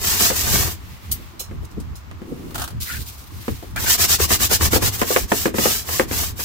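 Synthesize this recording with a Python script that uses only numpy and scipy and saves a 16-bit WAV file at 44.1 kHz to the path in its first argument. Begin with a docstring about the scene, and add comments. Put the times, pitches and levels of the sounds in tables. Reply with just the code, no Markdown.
"""A stiff brush in a gloved hand scrubs the wet fibreglass floor of a boat cockpit, under a canvas cover.
In stereo: shaped noise hisses in quick strokes, then long ones; damped modes ring as its back knocks on the deck.
In the pause a bucket is fetched: its wire handle clinks (modes driven by noise), and water is tipped out
(slaps and stream of noise, ringing bubbles). Behind it the hull rumbles, a jacket rustles and faint air hangs."""
import sys
import numpy as np
from scipy import signal
from scipy.fft import rfft, irfft, next_fast_len
from scipy.io import wavfile
from scipy.ndimage import map_coordinates

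SR = 44100
rng = np.random.default_rng(int(sys.argv[2]) if len(sys.argv) > 2 else 0)


def output_pcm(signal):
    """Save a mono or channel-first signal as 16-bit PCM at the path in sys.argv[1].

    Samples are clipped to [-1, 1] before scaling.
    """
    pcm = np.clip(np.atleast_2d(signal).T, -1, 1) * 32767
    wavfile.write(sys.argv[1], SR, np.round(pcm).astype(np.int16))


N = 284004  # length [samples]


def amp(db):
    """Decibels to gain."""
    return 10 ** (np.asarray(db) / 20)


def unit(x):
    """Scaled to rms 1."""
    return x / np.sqrt(np.mean(x ** 2) + 1e-20)


def along(points, hz):
    """(frequency [Hz], value) points read on a log frequency axis."""
    f, v = np.transpose(points)
    return np.interp(np.log(hz + 1), np.log(f + 1), v)


def wobble(rate, size=N):
    """A smooth random curve with `rate` knots a second."""
    knots = rng.standard_normal(int(size * rate / SR) + 4)
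    return map_coordinates(knots, [np.arange(size) * rate / SR])


def swells(rows):
    """A gain that rises and falls once for each (middle [s], length [s], level [dB]) row."""
    t = np.arange(N) / SR
    return sum(amp(db) * np.cos(np.pi * np.clip((t - s) / length, -.5, .5)) for s, length, db in rows)


def filtered(x, response):
    """x shaped by a gain that is a function of frequency."""
    n = x.shape[-1]
    m = next_fast_len(n + 4096)
    return irfft(rfft(x, m) * response(np.fft.rfftfreq(m, 1 / SR)), m)[..., :n]


# likeness of the left and right microphones: (frequency [Hz], correlation)
CHANNEL_LIKENESS = [(60, 0.27), (130, 0.34), (300, 0.28), (640, 0), (1400, 0), (15000, 0.016)]


def grains(spectrum, spiky_db, size=N):
    """Dense tiny impacts of scattered size in a spectrum, stereo, rms 1."""
    flicks = rng.standard_normal((2, size)) * amp(spiky_db * wobble(1500, size=size))

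    def mid_and_side(hz):
        turn = np.arccos(np.clip(along(CHANNEL_LIKENESS, hz), -1, 1)) / 2
        return amp(along(spectrum, hz)) * [np.cos(turn), np.sin(turn)]

    mid, side = filtered(flicks, mid_and_side)
    return unit(np.array([mid + side, mid - side]))


def ring(modes, t, scatter_db):
    """Damped modes, reaching each microphone at its own random strength and phase."""
    hz, db, t60 = np.transpose(modes)[:, :, None]
    level = db + scatter_db * rng.standard_normal((2, len(modes), 1))
    phase = rng.uniform(0, 2 * np.pi, (len(modes), 1)) + 0.8 * rng.standard_normal(level.shape)
    return np.sum(amp(level - 60 * t / t60) * np.sin(2 * np.pi * hz * t + phase), axis=1)


def add(out, s, x, pan_db=0):
    """Mix a stereo sound in at time s; pan_db is left minus right."""
    i = round(s * SR)
    a, b = max(i, 0), min(i + x.shape[1], N)
    out[:, a:b] += x[:, a - i:b - i] * amp([[pan_db / 2], [-pan_db / 2]])


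def glancing(x, progress, delay_ms, sweep, share, count=3):
    """x plus its bounces off near walls; a sweep above 0 shortens their paths as progress grows."""
    n, out = np.arange(x.shape[1]), x.copy()
    for k in range(1, count + 1):
        lag = k * delay_ms * SR / 1000 * rng.uniform(.8, 1.2) * (1 - sweep * progress / k ** 2)
        lags = lag + rng.normal(0, 1.04, (2, 1))  # each microphone hears the bounce at a slightly different time
        bounce = np.array([np.interp(n - d, n, c) for d, c in zip(lags, x)])
        out += share / np.sqrt(k) * bounce
    return unit(out)


# shifts of body weight on the hull: (middle [s], length [s], level [dB])
WEIGHT_SHIFTS = [(0.86, 0.29, -34), (1.15, 0.28, -32), (1.58, 0.23, -29), (1.83, 0.29, -29),
                 (2.1, 0.17, -36), (2.6, 0.2, -30), (2.78, 0.17, -25), (2.98, 0.16, -30),
                 (3.38, 0.13, -31.5), (3.52, 0.082, -23.5), (3.76, 0.22, -27.5), (5.235, 0.073, -22),
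                 (6.22, 0.46, -29)]
# the bucket jostles as it is lifted: (middle [s], length [s], level [dB])
BUCKET_LIFT = [(2.48, 0.63, -38.5)]
# reaches that rustle the sleeve: (middle [s], length [s], level [dB])
SLEEVE_REACHES = [(1.0, 1.0, -45.5), (2.5, 0.49, -49.5), (3.5, 0.47, -44)]
# spectrum of the hull's rumble: (frequency [Hz], level per Hz [dB])
RUMBLE_SPECTRUM = [(12, -20), (25, -19), (45, 1.5), (72, 6), (100, 1.5), (140, -8.5), (200, -11.5),
                   (290, -23), (480, -89)]
# spectrum of the outdoor background: (frequency [Hz], level per Hz [dB])
AIR_SPECTRUM = [(180, -31), (300, -11), (725, 1), (1150, 5), (1580, -1.5), (1930, -2.5), (2320, -4.5),
                (7320, -15), (10900, -39), (13300, -13), (16000, -24)]
HULL_DB, THUMP_DB, JACKET_DB = -41, -51.5, -61.5  # rumble, soft thumping and rustle that never stop


def boat():
    """Shifting weight makes the hull rumble and thump, and reaching rustles the jacket, over faint outdoor air."""
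    shifting = swells(WEIGHT_SHIFTS)
    rumbling = np.hypot(amp(HULL_DB + 0.94 * wobble(6.3)), shifting)
    rumble = rumbling * amp(1.7 * wobble(17)) * grains(RUMBLE_SPECTRUM, spiky_db=1.0)

    thumping = amp(THUMP_DB) + amp(-24) * shifting + swells(BUCKET_LIFT)
    lumps = amp(3.5 * wobble(25))
    thump_spectrum = [(80, -7.5), (160, -2.5), (340, -1.5), (600, -17.5), (1500, -36)]
    thumps = thumping * lumps * grains(thump_spectrum, spiky_db=0)

    folds = amp(1.3 * wobble(20))
    rustling = np.hypot(amp(JACKET_DB), swells(SLEEVE_REACHES))
    rustle_spectrum = [(700, -29), (2000, 8), (5000, 2.0), (10000, -3), (14000, 0.5)]
    rustle = rustling * folds * grains(rustle_spectrum, spiky_db=1.0)
    return rumble + thumps + rustle + amp(-48.5) * grains(AIR_SPECTRUM, spiky_db=1.0)


# decay of the cockpit's answer: (frequency [Hz], t60 [s])
COCKPIT_DECAY = [(150, 0.39), (700, 0.063), (3000, 0.24), (8000, 0.16), (16000, 0.13)]


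def cockpit(x):
    """The short answer of the cockpit walls and the canvas: noise that decays at its own rate in each band."""
    hz, t, z = signal.stft(rng.standard_normal((2, SR // 3)), SR, nperseg=256)
    decay = amp(-60 * t / along(COCKPIT_DECAY, hz)[:, None])
    tail = signal.istft(z * decay, SR, nperseg=256)[1]
    tail = np.pad(tail / np.linalg.norm(tail[0]), ((0, 0), (SR // 300, 0)))
    return signal.fftconvolve(x, tail, axes=1)[:, :N]


# air churned into the water by the stream, then by the brush: (middle [s], length [s], level [dB])
GURGLES = [(2.923, 0.15, -31.5), (3.778, .046, -25), (3.879, 0.047, -23.5)]


def bubbles(per_s, hz, spread, cycles):
    """Clouds of small air bubbles that ring and rise in pitch."""
    out, t = np.zeros((2, N)), np.arange(SR // 40) / SR
    for middle, length, db in GURGLES:
        cloud, first, count = np.zeros((2, N)), middle - length / 2, int(per_s * length)
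        starts = first + length * rng.random(count)
        for s, (pitch, size, pan) in zip(starts, rng.standard_normal((count, 3))):
            # most are near the largest size, a few are smaller and higher
            age = t * hz * np.exp(spread * abs(pitch)) / cycles
            blip = amp(1.2 * size) * np.exp(-age) * np.sin(2 * np.pi * cycles * age * (1 + 0.0064 * age))
            add(cloud, s, np.array([blip, blip * rng.choice([-1, 1])]), 4 * pan)
        level = np.std(cloud[:, int(first * SR):int((first + length) * SR)])
        out += swells([(middle, length, db)]) * cloud / level
    return out


# water slapping on the deck: (time [s], relative level [dB])
WATER_SLAPS = [(2.506, -31), (2.544, -19.5), (2.554, -15), (2.579, -16), (2.595, -17), (2.607, -20),
               (2.617, -13), (2.639, -16), (2.676, -21.5), (2.703, -29), (3.76, -16.5)]
# spectrum of a slap: (frequency [Hz], level per Hz [dB])
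SPLAT_SPECTRUM = [(240, -37), (400, -18), (504, -27), (545, -6), (789, -2.5), (1060, -8), (1330, 0),
                  (2150, -17.5), (3020, -9.5), (4050, -11), (5780, -13), (16000, -13)]
# water tipped from the bucket: (start [s], level [dB], rise [s], fall [dB per s])
BUCKET_POURS = [(2.799, -28.5, 0.013, 42.5), (3.31, -42, .17, 53)]
# spectrum of the stream: (frequency [Hz], level per Hz [dB])
STREAM_SPECTRUM = [(880, -45), (1500, -14), (1830, -36), (1980, -16), (3880, -7), (11200, -11), (14100, -5),
                   (16000, -12)]


def water():
    """Gobs slap on the deck, a stream gurgles and dwindles, and the brush lands in it."""
    out, t = np.zeros((2, N)), np.arange(SR // 8) / SR
    for s, db in WATER_SLAPS:
        slap = amp(db - 6 - 60 * t / 0.079) * (1 - np.exp(-t / 0.00094))
        add(out, s, slap * grains(SPLAT_SPECTRUM, spiky_db=-0.5, size=len(t)))

    now, flow = np.arange(N) / SR, np.zeros(N)
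    for s, db, rise, fall in BUCKET_POURS:
        flow += np.clip((now - s) / rise, 0, 1) * amp(db - fall * np.maximum(now - s - rise, 0))
    stream = flow * amp(2.2 * wobble(70) + 0.64 * wobble(43)) * grains(STREAM_SPECTRUM, spiky_db=2)
    return out + stream + bubbles(per_s=1000, hz=1346, spread=0.419, cycles=12.0)


# the bucket handle moving in its lugs:
# (time [s], relative level [dB], left minus right [dB], slide time [s], relative ring level [dB])
HANDLE_CLINKS = [(1.113, -11, 0, 0.012, 8), (1.393, -17, -3.5, 0.021, 0), (1.646, -28.5, -5, 0.0062, -17),
                 (1.709, -38.5, -4, .012, -9), (1.799, -28.5, 0, 0.0089, -11),
                 (1.953, -32.5, -2, 0.022, -4)]
# modes of the wire handle: (frequency [Hz], level [dB], t60 [s])
WIRE_MODES = [(5440, -20, 0.074), (8120, -16, 0.1), (9330, -10, 0.064), (9800, -18, 0.079),
              (10600, -16, 0.12), (12660, 2, 0.072), (12400, -7, 0.089), (12400, -15, 0.11),
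              (13610, -24, 0.17), (13950, -13, 0.1), (14600, 0, 0.077), (15700, -16, 0.1)]
# spectrum of the scratch in the lugs: (frequency [Hz], level per Hz [dB])
LUG_SPECTRUM = [(1500, -37), (2800, -13), (6000, -6), (10000, -9.5), (13000, -15), (16000, -10.5)]


def handle():
    """The wire handle chatters in its lugs as it slides, and rings."""
    out, t = np.zeros((2, N)), np.arange(SR // 4) / SR
    for s, db, pan_db, slide, ring_db in HANDLE_CLINKS:
        contact = np.exp(-t / max(slide, .002)) * (1 - np.exp(-t / 0.0041))
        lug = grains(LUG_SPECTRUM, spiky_db=2.5, size=len(t))
        scratch = contact * glancing(lug, t, delay_ms=0.76, sweep=0, share=0.79)
        chatter = contact ** 2 * rng.standard_normal(len(t))
        wire = signal.fftconvolve(ring(WIRE_MODES, t, scatter_db=1), chatter[None], axes=1)[:, :len(t)]
        wire /= np.abs(wire).max()
        add(out, s, amp(db - 4.5) * scratch + amp(db + ring_db - 6.5) * wire, pan_db)
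    return out


# bumps of the brush on the deck:
# (time [s], relative level [dB], clack relative to thud [dB], centre of the thud [Hz])
DECK_KNOCKS = [(0.208, -16, -5, 300), (0.302, -14.5, -7, 490), (0.534, -16, -13, 165),
               (1.4, -32.5, -32, 678), (1.51, -26.5, -16, 209), (1.768, -18.5, -38, 200),
               (2.112, -34.5, -5.5, 219), (2.217, -24, -18, 254), (2.312, -17.5, -48, 212),
               (3.48, -13, -12.5, 290), (3.625, -27.5, -17, 380), (4.199, -13.5, -6.5, 342),
               (4.305, -14.5, -2, 300), (4.403, -22, -3.5, 240), (4.512, -14.5, -8, 428),
               (4.608, -21.5, -1.5, 256), (4.731, -10, -5, 428), (4.758, -9, -16, 484),
               (4.825, -15.5, -11, 348), (5.015, -10, -3, 412), (5.104, -10.5, -16, 550),
               (5.161, -6.5, -6.5, 470), (5.317, -6.5, -8, 486), (5.455, -8, -7.5, 314),
               (5.475, -15, -13, 310), (5.541, -14.5, -13.5, 286), (5.583, -9, -9, 343),
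               (5.654, -8, -6.5, 435), (5.889, -23.5, -4, 754), (5.995, -6, -7, 483),
               (6.11, -19.5, -5, 268), (6.392, -30.5, -1.5, 347)]
# modes of the hollow deck panel, before detuning: (frequency [Hz], level [dB], t60 [s])
DECK_MODES = [(149, -6.5, 0.16), (212.5, -3.5, 0.11), (262.6, -8, 0.12), (309.6, -5, 0.1), (375, -4, 0.096),
              (433, -4.5, 0.097), (500, 0.5, 0.067), (537, -14.5, 0.077), (692, -12.5, 0.089),
              (831, -10, 0.041), (912, -13, 0.09)]
# spectrum of the brush's plastic back: (frequency [Hz], level per Hz [dB])
CLACK_SPECTRUM = [(400, -13), (700, -3.5), (950, -0.5), (1250, 1.5), (1500, -2.5), (1780, 0.5), (2200, -6),
                  (3100, -9), (4500, -21), (9000, -19), (16000, -38)]
THUD_PAN_DB, CLACK_PAN_DB = 2, -0.5  # left minus right


def knocks():
    """The plastic back clacks and rattles; the hollow panel rings, mostly in modes near each thud's centre."""
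    out, t = np.zeros((2, N)), np.arange(SR // 3) / SR
    for s, db, clack_db, centre_hz in DECK_KNOCKS:
        # the hand's weight detunes the panel from spot to spot
        detune = np.exp(0.041 * rng.standard_normal(len(DECK_MODES)))
        modes = [(hz * k, level - 5.2 * np.log2(hz / centre_hz) ** 2, t60)
                 for k, (hz, level, t60) in zip(detune, DECK_MODES)]
        # the many small modes of the moulding blur into a short hollow burst
        hollow_spectrum = [(centre_hz / 3, -14), (centre_hz, 0), (centre_hz * 2, -9),
                           (centre_hz * 4, -30), (centre_hz * 10, -70)]
        hollow = grains(hollow_spectrum, spiky_db=0.0, size=len(t))
        thud = unit(ring(modes, t, scatter_db=2.5)) + amp(-2.5) * unit(hollow * amp(-60 * t / .11))
        rise = 0.0019 * amp(-.4 * (clack_db + 10))  # [s]: a soft contact builds up more slowly
        thud *= 1 - np.exp(-t / rise)
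        thud /= np.std(thud[:, :SR // 50])

        crack = amp(3.0 - 60 * t / 0.042) * (1 - np.exp(-t / (0.5 * rise)))
        rattle = amp(3.5 * wobble(130, size=len(t)) - 9 - 60 * t / 0.12) * (1 - np.exp(-t / 0.004))
        clack = grains(CLACK_SPECTRUM, spiky_db=4.5, size=len(t)) * (crack + rattle)
        add(out, s, amp(db - 8.5) * thud, THUD_PAN_DB)
        add(out, s, amp(db + clack_db) * clack, CLACK_PAN_DB)
    return out


# brush strokes: (start [s], end [s], bristle hiss [dB], extra weight on the brush [dB])
BRUSH_STROKES = [(-0.02, 0.215, -17.5, 1), (0.138, 0.343, -14, -1), (0.297, 0.496, -19.5, -1),
                 (0.411, 0.719, -17, 5), (0.613, 0.771, -29, -2), (3.752, 3.919, -23.5, 3),
                 (3.85, 3.975, -12, -3.5), (3.968, 4.078, -13.5, 0), (4.065, 4.177, -12, -0.5),
                 (4.179, 4.273, -15, 3.5), (4.272, 4.382, -14.5, 1), (4.381, 4.486, -14.5, 1),
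                 (4.486, 4.581, -13.5, 2), (4.588, 4.696, -16.5, 7), (4.7, 4.792, -15.5, 5.5),
                 (4.8, 4.91, -16.5, 6), (4.904, 4.986, -25, 1.5), (4.962, 5.054, -24.5, 0.5),
                 (5.016, 5.272, -21, -4), (5.266, 5.518, -21.5, -2), (5.525, 5.863, -18, -1),
                 (5.834, 6.067, -22.5, -1), (6.064, 6.339, -21.5, 1), (6.349, 6.52, -25, -3.5)]
# spectrum of the bristles' hiss: (frequency [Hz], level per Hz [dB])
BRISTLE_SPECTRUM = [(1060, -34), (1800, -1.5), (2010, -6.5), (2240, -9.5), (2920, -3), (3440, -4.5),
                    (5490, -1), (7840, -0.5), (8520, -4.5), (11100, -4), (14200, 2), (15100, 2),
                    (16000, -14)]
# spectrum of the scrape: (frequency [Hz], level per Hz [dB])
SCRAPE_SPECTRUM = [(350, -31), (700, 0.5), (1150, 2.5), (1450, 1.5), (1900, 0.5), (2500, 0.5),
                   (4000, -12.5), (8000, -50)]
# spectrum of the drumming deck: (frequency [Hz], level per Hz [dB])
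DRUM_SPECTRUM = [(40, -28), (90, 5.5), (150, 3), (260, 0.5), (400, 2), (520, -4), (680, -5.5), (1100, -3),
                 (3000, -45)]
# spectrum of the deck bending under the brush: (frequency [Hz], level per Hz [dB])
FLEX_SPECTRUM = [(25, -8), (50, 1), (85, 6), (120, -0.5), (170, -11), (400, -39)]
PEAK_SHARE, PEAK_EARLIER_PER_S = 0.65, 0.64  # where in a stroke the brush is fastest; long strokes peak earlier
SCRAPE_DB, DRUM_DB, FLEX_DB = -13.5, -15.5, -12.5  # base levels of scrape, drumming and flexing beside the hiss
SCRAPE_PER_WEIGHT, FLEX_PER_WEIGHT = 0.37, 0.59  # [dB per dB of weight]


def brush():
    """Each stroke speeds up and stops; bristles flick over the non-slip grain, and weight drums and flexes the deck."""
    out = np.zeros((2, N))
    for start, end, db, weight_db in BRUSH_STROKES:
        length = end - start
        size = int(length * SR)
        fastest = np.clip(PEAK_SHARE - PEAK_EARLIER_PER_S * length, .1, .9)
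        progress = np.interp(np.arange(size) / size, [0, fastest, 1], [0, .5, 1])
        speed = np.abs(np.sin(np.pi * progress))

        # faint strokes give a fine wet fizz, loud ones a fuller rasp around 5.2 kHz
        rasp = [(hz, level + 0.34 * (db + 25.5) * np.exp(-np.log(hz / 5200) ** 2 / 0.83))
                for hz, level in BRISTLE_SPECTRUM]
        hiss = grains(rasp, spiky_db=2.0, size=size)
        hiss = glancing(hiss, progress, delay_ms=1.6, sweep=0.271, share=0.5)
        scrape = grains(SCRAPE_SPECTRUM, spiky_db=1.0, size=size)
        scrape = glancing(scrape, progress, delay_ms=1.8, sweep=0.25, share=1.0)
        drum = grains(DRUM_SPECTRUM, spiky_db=0.5, size=size)
        flex = grains(FLEX_SPECTRUM, spiky_db=1.5, size=size)

        catch = wobble(74.8, size=size)  # tufts catch and let go
        bite = 5 * (.5 - progress)  # [dB]: they dig in hardest just after the turn
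        load_db = weight_db - .5 * (db + 19.5)  # the deck follows weight fully, the hiss level by half
        scrape_db = SCRAPE_DB + SCRAPE_PER_WEIGHT * weight_db + bite + 2.8 * catch
        drumming = amp(DRUM_DB + bite + 2.6 * catch) * drum
        flexing = amp(FLEX_DB + FLEX_PER_WEIGHT * weight_db) * flex

        stroke = speed ** 1.49 * amp(0.73 * catch) * hiss
        stroke += speed ** 1.33 * amp(scrape_db) * scrape
        stroke += speed ** 0.79 * amp(load_db) * (drumming + flexing)
        add(out, start, amp(db) * stroke)
    return out


def scene():
    """All the work on the deck, its reflections and the boat around it."""
    work = brush() + knocks() + handle() + water()
    return work + amp(-12.0) * cockpit(work) + boat()


TOP_HZ = 15900  # upper band limit


def record(dry):
    """The microphone chain rounds off the highest peaks and passes almost nothing above its band limit."""
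    rounded = dry / (1 + np.abs(dry / .95) ** 6) ** (1 / 6)
    return filtered(rounded, lambda hz: 1 / (1 + (hz / TOP_HZ) ** 200))


dry = scene()
out = record(dry)
output_pcm(out)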